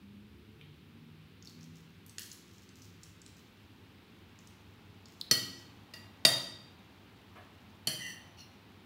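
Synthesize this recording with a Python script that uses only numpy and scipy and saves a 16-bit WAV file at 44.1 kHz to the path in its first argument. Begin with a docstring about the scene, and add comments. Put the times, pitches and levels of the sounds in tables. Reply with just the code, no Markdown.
"""Mains hum, room noise and a far engine, speeding up and slowly fading, come first; a light knock follows.
At a wooden dining table in a bare, ringing room, bits of eggshell then snap and crackle: bursts of noise and clicks.
Steel cutlery clinks on a ceramic plate four times, as struck modes with a crack and a thump of the table.
Last it is dragged over the glaze and squeaks as it slides off: random slips ringing damped resonances.
The microphone gets the table sounds directly and off the walls; engine and background have no added room."""
import sys
import numpy as np
from scipy import signal
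from scipy.fft import rfft, irfft, next_fast_len
from scipy.io import wavfile

SR = 44100
rng = np.random.default_rng(int(sys.argv[2]) if len(sys.argv) > 2 else 0)


def log_audio(samples):
    """Write samples as a 16-bit WAV file to the path given in sys.argv[1]."""
    # one column per channel
    frames = np.atleast_2d(samples).T
    # limit to full scale, then quantise
    limited = np.clip(frames, -1, 1)
    pcm = np.round(limited * 32767).astype(np.int16)
    wavfile.write(sys.argv[1], SR, pcm)


N = 390285


def from_db(db):
    """Decibels to gain."""
    return 10 ** (np.asarray(db) / 20)


def rms_one(x):
    """Scale to rms 1."""
    return x / np.sqrt(np.mean(x ** 2) + 1e-20)


def at_hz(points, hz):
    """Read a table on a log-frequency axis."""
    known, values = np.transpose(points)
    return np.interp(np.log(hz), np.log(known), values)


def seconds(length):
    """A time axis of the given length in seconds."""
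    return np.arange(int(length * SR)) / SR


def add(out, s, sound):
    """Mix a sound in at a time in seconds."""
    at = int(s * SR)
    out[at:at + len(sound)] += sound[:len(out) - at]


def band(x, low_hz, high_hz):
    """Causal band-pass, kept at least 100 Hz wide."""
    high_hz = np.clip(high_hz, low_hz + 100, 20000)
    sos = signal.butter(2, [low_hz, high_hz], "band", fs=SR, output="sos")
    return signal.sosfilt(sos, x + 1e-18)


def noise(spectrum, size, tilt_db=0):
    """Noise of a given colour, tilted by so many dB an octave; rms 1."""
    hz = np.maximum(np.fft.rfftfreq(size, 1 / SR), 1)
    gain = from_db(at_hz(spectrum, hz) + tilt_db * np.log2(hz))
    white = rng.standard_normal(size)
    return rms_one(irfft(rfft(white) * gain, size))


def fade(t, t60):
    """Exponential decay, falling 60 dB in t60 seconds."""
    return np.exp(-np.log(1000) * t / t60)


def gesture(start, length, attack, t60):
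    """Envelope of a movement: rises, holds until its length is over, dies away."""
    t = np.arange(N) / SR - start
    return np.clip(t / attack, 0, 1) * fade(np.maximum(t - length, 0), t60)


def grains(per_s, spread_db):
    """Random clicks of uneven size and either sign; rms 1."""
    sizes = from_db(spread_db * np.minimum(rng.exponential(1, N), 4)) * rng.choice([-1, 1], N)
    return rms_one(sizes * (rng.random(N) < per_s / SR))


# Colour of the rumble from outdoors. Each row: frequency in Hz, relative level in dB per Hz.
RUMBLE_COLOUR = [(15, -31), (28, -19), (45, -12.5), (70, -3.5), (100, 5), (135, -6.5), (190, 0),
                 (280, -4.5), (400, -9.5), (550, -20.5), (900, -40)]
# Colour of the dull wash. Each row: frequency in Hz, relative level in dB per Hz.
WASH_COLOUR = [(200, -25.5), (400, -3.5), (600, -2), (850, 1.5), (1300, -5.5), (2200, -11.5), (4000, -33)]
# The wash gains strength unevenly. 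Each row: time in seconds, rms level in dB.
WASH_LEVEL_DB = [(0, -89), (2.6, -88), (3.5, -74), (5, -69.5), (6, -65), (7.3, -67.5), (8.2, -63.5),
                 (8.85, -68.5)]
# Colour of the soft hiss. Each row: frequency in Hz, relative level in dB per Hz.
HISS_COLOUR = [(300, -8), (550, -11.5), (800, -0.5), (1200, 1), (1800, -0.5), (2600, 1.5), (3800, -1.5),
               (5000, -9), (7000, -22), (10000, -24.5), (14000, -19.5), (15500, -18)]
HUM_HZ, HUM_DB, RUMBLE_DB = 99, -67.5, -58.5  # rms levels
HISS_DB, HISS_RISE_DB, HISS_SETTLE_S = -64, 3, 2  # creeps up by the rise to its level


def background():
    """Steady mains hum as one sine, with rumble from outdoors, a dull wash and soft hiss as coloured noise."""
    t = np.arange(N) / SR
    wash_s, wash_levels = np.transpose(WASH_LEVEL_DB)
    wash_db = np.interp(t, wash_s, wash_levels)
    hiss_db = HISS_DB - HISS_RISE_DB * np.exp(-t / HISS_SETTLE_S)
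    out = from_db(HUM_DB) * np.sqrt(2) * np.sin(2 * np.pi * HUM_HZ * t)
    for level_db, colour in [(RUMBLE_DB, RUMBLE_COLOUR), (wash_db, WASH_COLOUR), (hiss_db, HISS_COLOUR)]:
        out = out + from_db(level_db) * noise(colour, next_fast_len(N))[:N]
    return out


# Narrow resonances that boom as an engine harmonic sweeps through them.
# Each row: centre in Hz, width in Hz at about half amplitude, peak rms level in dB before the fade.
ENGINE_BOOMS = [(71, 4, -62), (148, 2.4, -55.5), (155.2, 5, -57), (162, 3, -52.5), (169.5, 1.2, -61),
                (203.8, 11, -54), (230.9, 5, -58.5), (242, 2.9, -57), (355.7, 8.04, -68), (439, 18, -69)]
# the firing rate settles exponentially towards a top speed
ENGINE_START_HZ, ENGINE_TOP_HZ, ENGINE_SETTLE_S = 65.5, 87.1, 1.35
ENGINE_FLOOR_DB = -80.5  # each harmonic away from any resonance, before the fade
ENGINE_FADE_DB_PER_S = 1.55


def engine(count=6):
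    """Only the low harmonics get through the walls; each swells as it passes a resonance."""
    t = np.arange(N) / SR
    firing_hz = ENGINE_TOP_HZ + (ENGINE_START_HZ - ENGINE_TOP_HZ) * np.exp(-t / ENGINE_SETTLE_S)
    out = 0
    for multiple in range(1, count + 1):
        hz = multiple * firing_hz
        boom = 0
        for centre_hz, width_hz, peak_db in ENGINE_BOOMS:
            off_centre = 1.2 * (hz - centre_hz) / width_hz
            boom = boom + from_db(peak_db) / (1 + off_centre ** 2) ** 2
        tone = np.sqrt(2) * np.sin(2 * np.pi * np.cumsum(hz) / SR)
        out = out + np.maximum(boom, from_db(ENGINE_FLOOR_DB)) * tone
    return out * from_db(-ENGINE_FADE_DB_PER_S * t)


# Light touches of the cutlery and a soft bump. Each row: start in seconds, onset level in dB,
# lowest Hz, highest Hz, t60 in seconds, send to the walls in dB.
LIGHT_KNOCKS = [(0.612, -47.5, 2050, 3970, 0.019, -1.5), (5.212, -26, 3380, 4630, 0.011, -10),
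                (7.357, -52.5, 353, 2620, 0.067, 6)]
# Pieces of eggshell snap. Each row: start in seconds, onset level in dB, lowest Hz, highest Hz.
SHELL_SNAPS = [(1.425, -47.5, 3680, 6900), (1.456, -47, 3600, 6470), (1.473, -41.5, 3600, 5030),
               (1.61, -52, 4000, 6900), (1.63, -50, 4000, 7000), (2.064, -49, 5470, 15000),
               (2.095, -46, 4370, 9800), (2.183, -30, 1600, 10400), (2.194, -35.5, 2600, 15000),
               (2.26, -48, 4500, 14000), (2.316, -38, 4360, 8330), (2.329, -46, 4700, 14100),
               (2.582, -53.5, 4500, 7950), (2.691, -51, 3820, 9100), (2.819, -49, 4400, 6350),
               (3.033, -43.5, 4800, 10300), (3.217, -47, 4460, 8850), (3.263, -45, 2380, 10200),
               (4.389, -51, 4740, 8100), (4.473, -48.5, 4680, 9200), (5.057, -46.5, 3940, 7200)]
SNAP_T60_S, SNAP_ROOM_DB = 0.012, -2.5
CUTOFF_HZ = 15700  # top of the microphone's range and of the ticks' sparkle


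def ticks(sparkle_db=-18):
    """Knocks and shell snaps are short noise bursts; returns the direct sound and the part for the walls."""
    direct, to_walls, t = np.zeros(N), np.zeros(N), seconds(.1)
    snaps = [(*snap, SNAP_T60_S, SNAP_ROOM_DB) for snap in SHELL_SNAPS]
    for s, level_db, low_hz, high_hz, t60, room_db in snaps + list(LIGHT_KNOCKS):
        white, shape = rng.standard_normal(len(t)), fade(t, t60)
        body = rms_one(band(band(white, low_hz, high_hz), low_hz, high_hz))
        sparkle = from_db(sparkle_db) * band(white, low_hz, CUTOFF_HZ)
        burst = rms_one((body + sparkle) * shape)
        # scaled by the envelope's rms, so the level is that of the onset
        tick = from_db(level_db) * burst * np.sqrt(np.mean(shape ** 2))
        add(direct, s, tick)
        add(to_walls, s, tick * from_db(room_db))
    return direct, to_walls


# The fingers press on the shell. 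Each row: start in seconds, length in seconds, crackle level in dB.
FINGER_PRESSES = [(1.437, 0.057, -66.5), (1.576, 0.057, -68), (1.74, 0.026, -65), (2.059, 0.055, -70),
                  (2.188, 0.05, -59.5), (2.28, 0.045, -64), (2.455, 0.17, -70), (2.74, 0.11, -69),
                  (3.004, 0.039, -65), (3.245, 0.14, -72), (4.376, 0.12, -73), (5.06, 0.14, -72),
                  (5.576, 0.026, -61)]
PRESS_ATTACK_S, PRESS_T60_S = 0.015, 0.22
HANDLING_START_S, HANDLING_DB = 1.6, -85  # faint crackle once the egg is turned in the hand


def crackle(sparkle_db=-8):
    """Shell and food give way in many tiny breaks, louder under each press of the fingers."""
    force = from_db(HANDLING_DB) * (np.arange(N) / SR > HANDLING_START_S)
    for s, length, level_db in FINGER_PRESSES:
        press = from_db(level_db) * gesture(s, length, PRESS_ATTACK_S, PRESS_T60_S)
        force = np.maximum(force, press)
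    breaks = band(grains(per_s=520, spread_db=5.5), low_hz=4080, high_hz=15500)
    body = band(breaks, low_hz=3900, high_hz=7740)
    return force * rms_one(body + from_db(sparkle_db) * breaks)


def mode(hz, t60, rise):
    """One struck mode, swelling while the contact lasts (rise in seconds)."""
    t = seconds(.4)
    tone = np.sin(2 * np.pi * (hz * t + rng.random()))
    return tone * fade(t, t60) * (1 - np.exp(-t / rise))


# Cutlery meets plate. Each row: start in seconds, ring gain in dB, crack gain in dB, crack tilt in
# dB per octave, table thump gain in dB, thump tilt in dB per octave, send to the walls in dB.
PLATE_CLINKS = [(5.3114, 0, -21.5, 3, -34, 1.5, -3), (5.9370, -1.5, -45.5, 2, -56, 1.5, -1),
                (6.2505, 1.5, -16, 0.6, -31, -2, -4), (7.8714, 1, -30.5, 0.5, -39.5, -1, -1.5)]
# Modes of plate and cutlery. Each row: centre of a beating pair in Hz, t60 in seconds,
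# then relative level in dB at each of the four places struck.
STRUCK_MODES = [(637, 0.1, -39, -52, -31, -45), (1263, 0.1, -38, -53.5, -54, -54),
                (1670, 0.15, -42, -83.5, -42.5, -51), (1930, 0.21, -29, -45.5, -28, -49),
                (2795, 0.14, -58, -43, -29, -44), (3057, 0.2, -30.5, -73, -46.5, -31),
                (3220, 0.07, -35, -75, -28, -33.5), (3682, 0.24, -36, -50.5, -24, -73),
                (3738, 0.074, -65, -70, -19, -68), (4070, 0.04, -38, -50.5, -24, -56),
                (4280, 0.11, -22, -52.5, -28, -33), (4370, 0.072, -15.5, -59.5, -43, -27),
                (4650, 0.07, -19, -68, -15.5, -31.5), (4727, 0.066, -28.5, -57, -20.5, -36),
                (4723, 0.3, -36, -48, -16.5, -41), (4860, 0.07, -56.5, -44, -18.5, -56),
                (5180, 0.11, -20.5, -47, -22.5, -38), (5830, 0.058, -22, -69.5, -45, -34.5),
                (5970, 0.13, -23, -73.5, -35.5, -50.5), (6870, 0.03, -48, -63, -23, -62),
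                (7360, 0.11, -26, -67.5, -35, -36), (8560, 0.17, -32, -71, -25, -39),
                (8800, 0.08, -30.5, -72, -60, -31), (9060, 0.08, -43, -93, -29, -48),
                (10190, 0.16, -34.5, -70.5, -26.5, -41.5), (10250, 0.061, -40.5, -62.5, -46.5, -33),
                (11800, 0.07, -31.5, -54.5, -27.5, -43), (11690, 0.047, -29.5, -66.5, -64, -32),
                (14500, 0.05, -29.5, -78.5, -46, -36), (14900, 0.04, -36, -69, -58, -43)]
# Colour of a contact's crack. Each row: frequency in Hz, relative level in dB per Hz.
CRACK_COLOUR = [(40, -35.5), (110, 1), (300, 2.5), (430, -17.5), (620, 4), (900, -7.5), (1500, -1.5),
                (2600, 0), (4200, -8), (6000, -1), (9000, -10.5), (13000, -18), (15000, -15.5)]
# Modes of the table top under the plate. Each row: frequency in Hz, relative level in dB, t60 in seconds.
TABLE_MODES = [(101, -13.5, 0.12), (129, -5, 0.15), (164, -4.5, 0.085), (192, 1, 0.11), (268, 0, 0.12),
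               (346.7, 1, 0.062), (474, 3, 0.046), (775, -14.5, .035)]
THUMP_CENTRE_HZ = 200  # the thump's tilt pivots here


def blow(place, crack_t60, split=0.0031):
    """One contact: a crack, the modes that the place struck favours, and a thump of the table."""
    ring_db, crack_db, tilt_db, thump_db, thump_tilt_db = PLATE_CLINKS[place][1:6]
    t = seconds(.4)
    ring, thump = 0, 0
    for hz, t60, *place_db in STRUCK_MODES:
        # nothing is perfectly symmetric, so every mode is a close, beating pair
        beat = np.cos(2 * np.pi * split * hz * t)
        ring = ring + from_db(place_db[place]) * mode(hz, t60, rise=0.00055) * beat
    for hz, level_db, t60 in TABLE_MODES:
        tilted_db = level_db + thump_tilt_db * np.log2(hz / THUMP_CENTRE_HZ)
        thump = thump + from_db(tilted_db) * mode(hz, t60, rise=.003)
    crack = noise(CRACK_COLOUR, len(t), tilt_db) * fade(t, crack_t60) * (1 - np.exp(-t / 0.00077))
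    return from_db(ring_db) * ring + from_db(crack_db) * crack + from_db(thump_db) * thump


def clinks():
    """Each blow radiates differently to the microphone and to the walls, where scattering draws the crack out."""
    direct, to_walls = np.zeros(N), np.zeros(N)
    for place, (s, *_, room_db) in enumerate(PLATE_CLINKS):
        add(direct, s, blow(place, crack_t60=0.034))
        add(to_walls, s, blow(place, crack_t60=.07) * from_db(room_db))
    return direct, to_walls


STROKE_ATTACK_S, STROKE_T60_S = 0.027, 0.2


def drag(stroke, resonances, sag_octaves_per_s, slips_per_s):
    """The steel sticks and slips on the glaze; each slip rings damped resonances that sink as the contact moves."""
    s, length, level_db, tilt_db, pitch = stroke
    start, end = int(s * SR), int((s + length + STROKE_T60_S) * SR)
    slips = grains(slips_per_s, spread_db=1.5)[start:end]
    bend = pitch * 2 ** (-sag_octaves_per_s * np.arange(len(slips)) / SR)
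    out, power = np.zeros(N), 0
    for hz, width_hz, mode_db in resonances:
        # shift the gliding resonance to 0 Hz, ring a double pole there and shift back
        r = np.exp(-np.pi * width_hz / SR)
        turn = np.exp(2j * np.pi * hz * np.cumsum(bend) / SR)
        rung = np.real(turn * signal.lfilter([1], [1, -2 * r, r * r], slips / turn))
        gain = from_db(mode_db + tilt_db * np.log2(hz / SR))
        out[start:end] += gain * rms_one(rung)
        power = power + gain ** 2
    return out * from_db(level_db) / np.sqrt(power) * gesture(s, length, STROKE_ATTACK_S, STROKE_T60_S)


# Steel dragged over the glaze. Each row: start in seconds, length in seconds, level in dB,
# tilt in dB per octave, starting pitch ratio.
PLATE_DRAGS = [(7.885, 0.037, -48.5, 9, 1), (7.985, 0.058, -45.5, 1, 1.005), (8.033, 0.08, -44, 1, 1)]
# Resonances of the steel pressed on the plate, the widest being plain friction hiss.
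# Each row: frequency in Hz, width in Hz of each of two poles, relative level in dB before tilt.
PRESSED_STEEL = [(1870, 72, 2.5), (1980, 38, 2), (2804, 77, -2), (3070, 120, -4), (4500, 320, -8.5),
                 (5980, 330, -3), (8940, 140, -23), (10420, 420, -18), (12000, 550, -30), (15000, 900, -23),
                 (8200, 8100, -8.5)]
# A short falling squeak. Each row: start in seconds, length in seconds, level in dB,
# tilt in dB per octave, starting pitch ratio.
SLIDE_SQUEAKS = [(8.368, 0.042, -53, 1, 1.01)]
# Resonances of the steel as it slides off. Each row: frequency in Hz, width in Hz of each of two poles,
# relative level in dB before tilt.
SLIDING_STEEL = [(2900, 280, -0.5), (4370, 220, 2), (5780, 890, 0), (10400, 950, -13.5),
                 (14900, 800, -15.5)]


def scrapes():
    """The steel is drawn over the plate, then slides off it with a faster fall in pitch."""
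    out = np.zeros(N)
    for stroke in PLATE_DRAGS:
        out += drag(stroke, PRESSED_STEEL, sag_octaves_per_s=0.1, slips_per_s=2300)
    for stroke in SLIDE_SQUEAKS:
        out += drag(stroke, SLIDING_STEEL, sag_octaves_per_s=1.1, slips_per_s=4500)
    return out


# The bare room's reverberation. Each row: frequency in Hz, t60 in seconds, relative level in dB per Hz.
ROOM_DECAY = [(100, 1, 6.5), (250, 1, -1), (700, .58, 0), (1400, 0.73, 2), (1960, 0.48, -2),
              (3080, 0.78, 2), (4500, 0.61, -2.5), (8140, 0.56, -3.5), (15100, 0.4, 4.5)]


def room(x, first_echo=0.0013, build_up=0.00048):
    """Dense reflections, as noise that dies band by band, the highest treble soonest; times in seconds."""
    t = seconds(.9)
    white, hz = rfft(rng.standard_normal(len(t))), np.fft.rfftfreq(len(t), 1 / SR)
    edges, tail = np.geomspace(40, 20000, 17), 0
    decay = np.array(ROOM_DECAY)
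    for low, high in zip(edges, edges[1:]):
        centre_hz = np.sqrt(low * high)
        t60 = at_hz(decay[:, [0, 1]], centre_hz)
        level_db = at_hz(decay[:, [0, 2]], centre_hz)
        band_noise = irfft(white * (hz >= low) * (hz < high), len(t))
        tail = tail + from_db(level_db) * band_noise * fade(t, t60)
    tail = tail * (1 - np.exp(-np.maximum(t - first_echo, 0) / build_up))
    return signal.fftconvolve(x, tail / np.sqrt(np.sum(tail ** 2)))[:N]


def scene():
    """Everything on the table is heard directly and off the walls, over the engine and background."""
    blows, blows_to_walls = clinks()
    snaps, snaps_to_walls = ticks()
    scrape = scrapes()
    shell = crackle()
    to_walls = blows_to_walls + from_db(-4.5) * scrape + from_db(2.5) * (shell + snaps_to_walls)
    table = blows + scrape + shell + snaps
    return (table + room(to_walls) + engine() + background())[None]


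LOW_CUT_HZ = 52


def record(dry):
    """A small microphone loses the deep bass; the top is cut steeply."""
    low_cut = signal.butter(3, LOW_CUT_HZ, "high", fs=SR, output="sos")
    top_cut = signal.ellip(10, .2, 80, CUTOFF_HZ, fs=SR, output="sos")
    thin = signal.sosfilt(low_cut, dry)
    return signal.sosfilt(top_cut, thin)


dry = scene()
out = record(dry)
log_audio(out)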